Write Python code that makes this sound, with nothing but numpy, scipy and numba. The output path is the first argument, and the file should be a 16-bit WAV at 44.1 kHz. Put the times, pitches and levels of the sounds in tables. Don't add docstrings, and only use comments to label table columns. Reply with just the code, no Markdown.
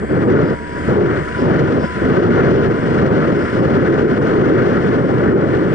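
import sys
import numpy as np
from scipy import signal
from scipy.fft import rfft, irfft, next_fast_len
from scipy.io import wavfile
from scipy.ndimage import uniform_filter1d
from numba import njit

SR = 44100
rng = np.random.default_rng(int(sys.argv[2]) if len(sys.argv) > 2 else 0)


def unload_wav(signal):
    wavfile.write(
        sys.argv[1],
        SR,
        np.round(np.clip(np.atleast_2d(signal).T, -1, 1) * 32767).astype(np.int16),
    )


N = 253134

# (time [s], level [dB])
FLOW = [(0, -31.5), (.088, -33), (.097, -29.5), (.2, -24.5), (.3, -16.5), (.43, -15.5), (.5, -21),
        (.547, -26.5), (.56, -35), (.62, -35), (.75, -32.5), (.85, -28), (.874, -28.5), (.884, -22.5),
        (.99, -19.5), (1.14, -25), (1.165, -26.5), (1.22, -33.5), (1.36, -28.5), (1.412, -27.5),
        (1.424, -25), (1.5, -17), (1.85, -26.5), (1.865, -31), (2.01, -26), (2.024, -27), (2.11, -17.5),
        (2.3, -17.5), (2.5, -13.5), (2.7, -20.5), (2.8, -31), (2.95, -23), (3.12, -16), (3.53, -29),
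        (3.555, -25.5), (3.62, -20.5), (3.89, -18.5), (4.2, -22.5), (4.35, -22), (4.6, -16.5),
        (4.85, -22.5), (5.13, -26), (5.28, -20.5), (5.4, -19.5), (5.74, -24.5)]
# (frequency [Hz], relative level [dB])
BUFFET_COLOUR = [(22, -27.5), (43, -20.5), (83, -8), (140, -0.5), (203, -2.5), (368, -1.5), (467.5, -4),
                 (579, -7.5), (667, -12), (804, -12.5), (1250, -19), (1350, -28.5), (1760, -46)]
THROB_COLOUR = [(260, -28.5), (335, -2.5), (385, -3), (435, -5), (520, -20.5)]
# (time [s], level against the buffeting [dB])
THROB_LEVEL = [(0, -12), (.33, -7), (.55, -10.5), (1, -2.5), (1.15, -12), (2.2, -9.5), (2.4, -3.5),
               (2.6, -7.5), (2.75, -18.5), (3.2, -13), (3.6, -10.5), (3.85, -3.5), (4.05, -3), (4.2, -18),
               (4.35, -1.5), (4.45, -4.5), (4.58, 0), (4.75, -9), (5.1, -10), (5.3, -2), (5.42, -7),
               (5.55, -6.5), (5.74, -15)]
# (start [s], length [s], depth [dB], delay to second stage [s], depth then [times the first])
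LULLS = [(-.03, 0.046, 14, .035, .6), (0.052, 0.043, 13, .03, 1.1), (0.546, 0.336, 11, .212, 0.55),
         (1.228, .194, 10, .14, 0.45), (1.852, 0.17, 11.5, .1, .6), (3.456, 0.097, 7, .06, .6)]
# (time [s], depth [dB])
DUCKS = [(0.263, 23), (.99, 6), (2.291, 7.5), (2.691, 5.5), (3.101, 10), (3.61, 6), (4.203, 14), (4.94, -1),
         (5.341, 8.5)]
# (frequency [Hz], relative level [dB])
CASE_COLOUR = [(880, -17), (1210, -6), (1450, 3.5), (1573, -1.5), (1948, -4.5), (2395, -15), (2860, -40)]
EDGE_COLOUR = [(2000, -21), (2490, 1), (2880, 3), (3350, -2), (3890, -10), (4230, -3), (4630, -11.5),
               (4970, -12.5), (5550, -13.5), (6060, -11), (6540, -18), (7300, -22.5), (8600, -25.5),
               (11100, -40)]
# (time [s], level against the flow [dB])
CASE_LEVEL = [(0, -9), (.15, -2), (.4, 0.5), (.6, -3), (.9, -1), (1.15, 2.5), (1.45, -3), (1.6, 1.5),
              (1.8, -0.5), (2.2, 0.5), (2.45, 2.5), (2.65, -1.5), (3.05, 0.5), (3.5, 0), (3.9, 0),
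              (4.1, -2), (4.45, 2), (4.7, -0.5), (5.1, -1.5), (5.269, 1.5), (5.399, 0.5), (5.74, -2.5)]
# (time [s], boost [dB])
SPEED_BOOST = [(0, -10), (.3, 0), (.55, -2.5), (1.6, 1), (2.0, -0.5), (2.4, 2.5), (2.7, -0.5), (3, 1),
               (3.5, 0), (4.0, -0.5), (4.35, 1), (4.6, 0.5), (4.85, 0), (5.1, -1.5), (5.5, -1.5),
               (5.74, -2)]
# (frequency [Hz], right minus left [dB], right lead [rad], likeness [0-1])
STEREO_SPREAD = [(30, .3, .9, .75), (80, 1, .85, .84), (130, 1.5, .85, .985), (300, .6, 1.05, .99),
                 (470, -1.5, .9, .98), (560, -5, .5, .92), (650, -11, .2, .5), (690, -14, 1.6, .1),
                 (730, -12, 3, .7), (820, -7.2, 2.7, .95), (990, -4, 2.25, .99), (1290, -.5, 1.55, .99),
                 (1420, -1.3, 1.1, .99), (1600, -5.5, .8, .97), (1720, -5, .9, .98), (2000, -7.6, .55, .98),
                 (2240, -9.6, -.1, .88), (2540, -13, -1.8, .2), (2800, -11.5, -5.2, .68),
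                 (3050, -8.5, -8, .2), (3350, -7, -11.2, .62), (3750, -11.5, -13.5, .15),
                 (4300, -5.3, -16.1, .82), (4800, 1, -17.6, .25), (5200, -.5, -18.2, .8),
                 (5700, -6, -18.6, .6), (6100, -11, -20.2, .5), (7150, 0, -23.7, .55),
                 (8000, -2, -28.2, .4), (9000, 1, -30.9, .55), (9900, 0, -31.4, .93)]
# (frequency [Hz], left level [dB], right level [dB], right lead [rad], likeness [0-1])
AIRFRAME_COLOUR = [(30, -1, -2, 1, 0.6), (130, 1, 2.5, .9, 0.8), (400, -7.5, -5.5, .9, 1),
                   (550, -16, -12.5, 3.4, 0.61), (760, -19.5, -19, 7.5, 0.5), (970, -15, -18.5, 3.1, 0.83),
                   (1240, -16.5, -19.5, 5.4, 0.95), (1550, -2.5, -2.5, 1.3, .95),
                   (2170, -8.5, -14, .1, 0.7), (2670, -23, -28.5, 1.1, .4), (3320, -22.5, -20, 1.1, 0.5),
                   (3800, -39, -37.5, 3, .6), (4400, -35, -30, 2.5, 0.8), (5040, -41, -37, .6, 0.71),
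                   (6000, -51, -44.5, .5, .5)]
PREAMP_COLOUR = [(5000, -18, -15.5, 1.5, .5), (6840, 1.5, -5, -3, .5), (7600, 3, 5, -2, .5),
                 (7800, -4.5, -3, -1.5, .3), (8150, -1, -2.5, -1.5, 0.41), (8500, -7.5, -3.5, -3.5, .45),
                 (8700, 0, 2, -4, .55), (9300, -14.5, -13, -7, .7), (10200, -4, -5.5, -5, .93),
                 (10660, -14, -12.5, -8, 0.99), (11400, -22.5, -16.5, -6, 0.9)]
# (time [s], shaft rate [Hz], hum level [dB], whine level [dB])
PROPELLER = [(0, 70.8, -33.5, -60), (.3, 72.8, -32, -40), (.42, 73.65, -37, -28), (.52, 75.05, -26, -30),
             (.6, 74.05, -34.5, -35), (.85, 75.4, -34.5, -35), (.93, 76, -34, -29), (.99, 75, -36, -40),
             (1.07, 74.8, -33, -31), (1.2, 75.3, -30, -35.5), (1.3, 76.1, -31.5, -32),
             (1.42, 76.9, -32, -31), (1.5, 77.2, -34, -47), (1.64, 76.66, -43, -30), (1.7, 77.7, -32, -29),
             (1.82, 77.2, -31, -32), (1.9, 77.1, -33, -31), (2.05, 77.2, -32, -32), (2.11, 76, -35, -44),
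             (2.28, 77, -32, -43), (2.36, 76.6, -34, -23.5), (2.6, 78.2, -29, -25.5),
             (2.8, 77.1, -39, -36.5), (3.05, 77.5, -35, -30), (3.13, 77.8, -38, -45),
             (3.24, 78.5, -30, -38), (3.34, 78.5, -32, -34.5), (3.57, 77.5, -33, -35),
             (3.65, 77.9, -32, -40), (3.9, 79, -39, -35.5), (5.74, 76.9, -39, -38)]
HUM_TONES = {1: (.1, -.1, 1.2), 3: (-6, 2.5, 0.94), 4: (-5.5, 2.2, 1), 5: (-15, 2.3, 0.71),
             6: (-14.5, 11, 0.3), 7: (-19, 6.9, 0.7), 8: (-6.5, -.5, 2.2), 9: (-15, -2.2, 0.34),
             10: (-27, -.5, 0.93), 11: (-15, -3.4, 3), 12: (-12, -2.7, 2.4), 14: (-15.5, -2.5, 1.5),
             15: (-20, -1.5, 6.9)}
# (time [s], boost [dB])
TREBLE_BOOST = [(0, 0), (.2, 1), (.45, 7.5), (.6, 0.5), (.89, 5.5), (.97, 0), (1.25, 3), (1.4, 4),
                (1.55, 1.5), (1.95, 4), (2.15, 1), (2.5, 0), (2.9, 0), (3.2, 0.5), (3.45, 2), (3.56, 3),
                (3.63, 0), (4.5, -0.5), (5, -1.5), (5.74, -2)]
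# (time [s], pitch [Hz], level [dB])
THIN_WHISTLE = [(.4, 6100, -79), (.6, 6240, -66), (1.0, 6350, -66), (1.4, 6283, -66), (2.0, 6340, -67),
                (2.3, 6150, -60.5), (3.5, 6250, -71.5), (4.5, 6100, -62), (5.74, 6180, -71)]


def wind():
    flow_db, = curves(FLOW)
    gusts = 0.53 * walk(18) + 2.23 * walk(90)
    duck_db = ducking()
    edge_db = -38 + 0.87 * (flow_db + 23) + curves(SPEED_BOOST)[0]
    return (eddies(flow_db + 13.5 - 0.27 * duck_db + 0.38 * gusts)
            + ringing_case(flow_db - duck_db + 0.65 * gusts)
            + edge_hiss(edge_db - duck_db + 0.43 * gusts)
            + airframe(edge_db))


def eddies(db):
    buffet = stereo_noise(BUFFET_COLOUR, db + 0.93 * walk(45) + 0.74 * walk(12))
    throb = stereo_noise(THROB_COLOUR, db + curves(THROB_LEVEL)[0] + 1.5 * walk(30))
    return undb(-lulls()) * (buffet + throb)


def lulls(let_go_s=0.01, grip_s=0.005):
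    t = np.arange(N) / SR
    loss_db = np.zeros(N)
    for start, length, depth_db, delay, share in LULLS:
        times = np.maximum.accumulate([0, let_go_s, delay, delay + grip_s, length - grip_s, length])
        loss_db += depth_db * np.interp(t - start, times, [0, 1, 1, share, share, 0])
    return loss_db


def ducking(half_width_s=0.015):
    t = np.arange(N) / SR
    return sum(depth_db * np.exp(-((t - when) / half_width_s) ** 2) for when, depth_db in DUCKS)


def ringing_case(db):
    return stereo_noise(CASE_COLOUR, db + curves(CASE_LEVEL)[0] + 0.75 * walk(24.95))


def edge_hiss(db):
    return stereo_noise(EDGE_COLOUR, db + 1.2 * walk(200))


def airframe(edge_db, level_db=-29.5):
    return stereo_noise(AIRFRAME_COLOUR, level_db + 0.17 * (edge_db - edge_db.mean()) + 0.7 * walk(10))


def propeller(whine_multiple=13, sizzle_multiple=66):
    shaft_hz, hum_db, whine_db = curves(PROPELLER)
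    angle = 2 * np.pi * np.cumsum(shaft_hz * (1 + 0.00091 * walk(12))) / SR
    flutter_db = [3.5 * walk(40) for _ in range(3)]
    hum = 0
    for multiple, (tone_db, right_db, lead) in HUM_TONES.items():
        db = hum_db + tone_db + (multiple > 1) * flutter_db[multiple % 3]
        hum += tone(multiple * angle + multiple ** 2, db, lead, right_db)
    flicker = walk(1200)
    sizzle_db = -60.5 + 1.8 * curves(TREBLE_BOOST)[0] + 3.4 * walk(14)
    sizzle = flicker * tone(sizzle_multiple * angle, sizzle_db, lead=-0.95, right_db=0.5)
    whine = tone(whine_multiple * angle, whine_db + 1.8 * walk(25), lead=1.77, right_db=-2.5)
    return hum + sizzle + whine


def electronics(whistle_hz=7874.3, settle_s=1.2):
    t = np.arange(N) / SR
    thin_hz, thin_db = curves(THIN_WHISTLE)
    thin = tone(2 * np.pi * np.cumsum(thin_hz + 6 * walk(30)) / SR, thin_db, lead=-1.3, right_db=1)
    whistle_db = -56.5 + 3 * np.exp(-t / settle_s)
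    whistle = tone(2 * np.pi * whistle_hz * t, whistle_db, lead=2.75, right_db=-3.8)
    hiss = stereo_noise(PREAMP_COLOUR, -59 + curves(TREBLE_BOOST)[0] + 1.3 * walk(18))
    return hiss + whistle + thin


def stereo_noise(table, db):
    size = next_fast_len(N)
    log_hz = np.log(np.maximum(np.arange(size // 2 + 1) * SR / size, 1))

    def fill_in(rows):
        hz, *columns = np.transpose(rows)
        return [np.interp(log_hz, np.log(hz), column) for column in columns]

    left_db, *right = fill_in(table)
    if not right:
        right = fill_in(STEREO_SPREAD)
        right[0] += left_db
    right_db, lead, likeness = right
    colour = undb([left_db, right_db]) * (log_hz < np.log(table[-1][0]))
    colour /= np.sqrt(np.mean(colour ** 2))
    shared, own = rfft(rng.standard_normal((2, N)) * undb(db), size)
    right_noise = np.exp(1j * lead) * (likeness * shared + np.sqrt(1 - likeness ** 2) * own)
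    return irfft(colour * np.array([shared, right_noise]), size)[:, :N]


def tone(phase, db, lead, right_db):
    return np.sqrt(2) * undb(db) * np.array([np.sin(phase), undb(right_db) * np.sin(phase + lead)])


def walk(rate):
    hold = int(SR / rate)
    steps = np.repeat(rng.standard_normal(N // hold + 1), hold)
    return 1.32 * uniform_filter1d(uniform_filter1d(steps, hold), hold)[:N]


def curves(table):
    times, *columns = np.transpose(table)
    return [np.interp(np.arange(N) / SR, times, column) for column in columns]


def undb(db):
    return 10 ** (np.asarray(db) / 20)


@njit
def follow(x, attack, release):
    levels, level = np.empty(len(x)), 0.
    for i in range(len(x)):
        level += (x[i] - level) * (attack if x[i] > level else release)
        levels[i] = level
    return levels


def scene():
    return wind() + propeller() + electronics()


def record(dry, knee_db=-11.5, ratio=3.9, attack_s=0.0023, release_s=0.039, top_hz=10850):
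    loudness = follow(np.abs(dry).mean(0), 1 / (attack_s * SR), 1 / (release_s * SR))
    gain = np.minimum(undb(knee_db) / (loudness + 1e-9), 1) ** (1 - 1 / ratio)
    ceiling = np.array([[0.92], [0.84]])
    rounded = ceiling * np.tanh(dry * gain / ceiling)
    return signal.sosfilt(signal.ellip(10, 0.2, 70, top_hz, fs=SR, output="sos"), rounded)


dry = scene()
out = record(dry)
unload_wav(out)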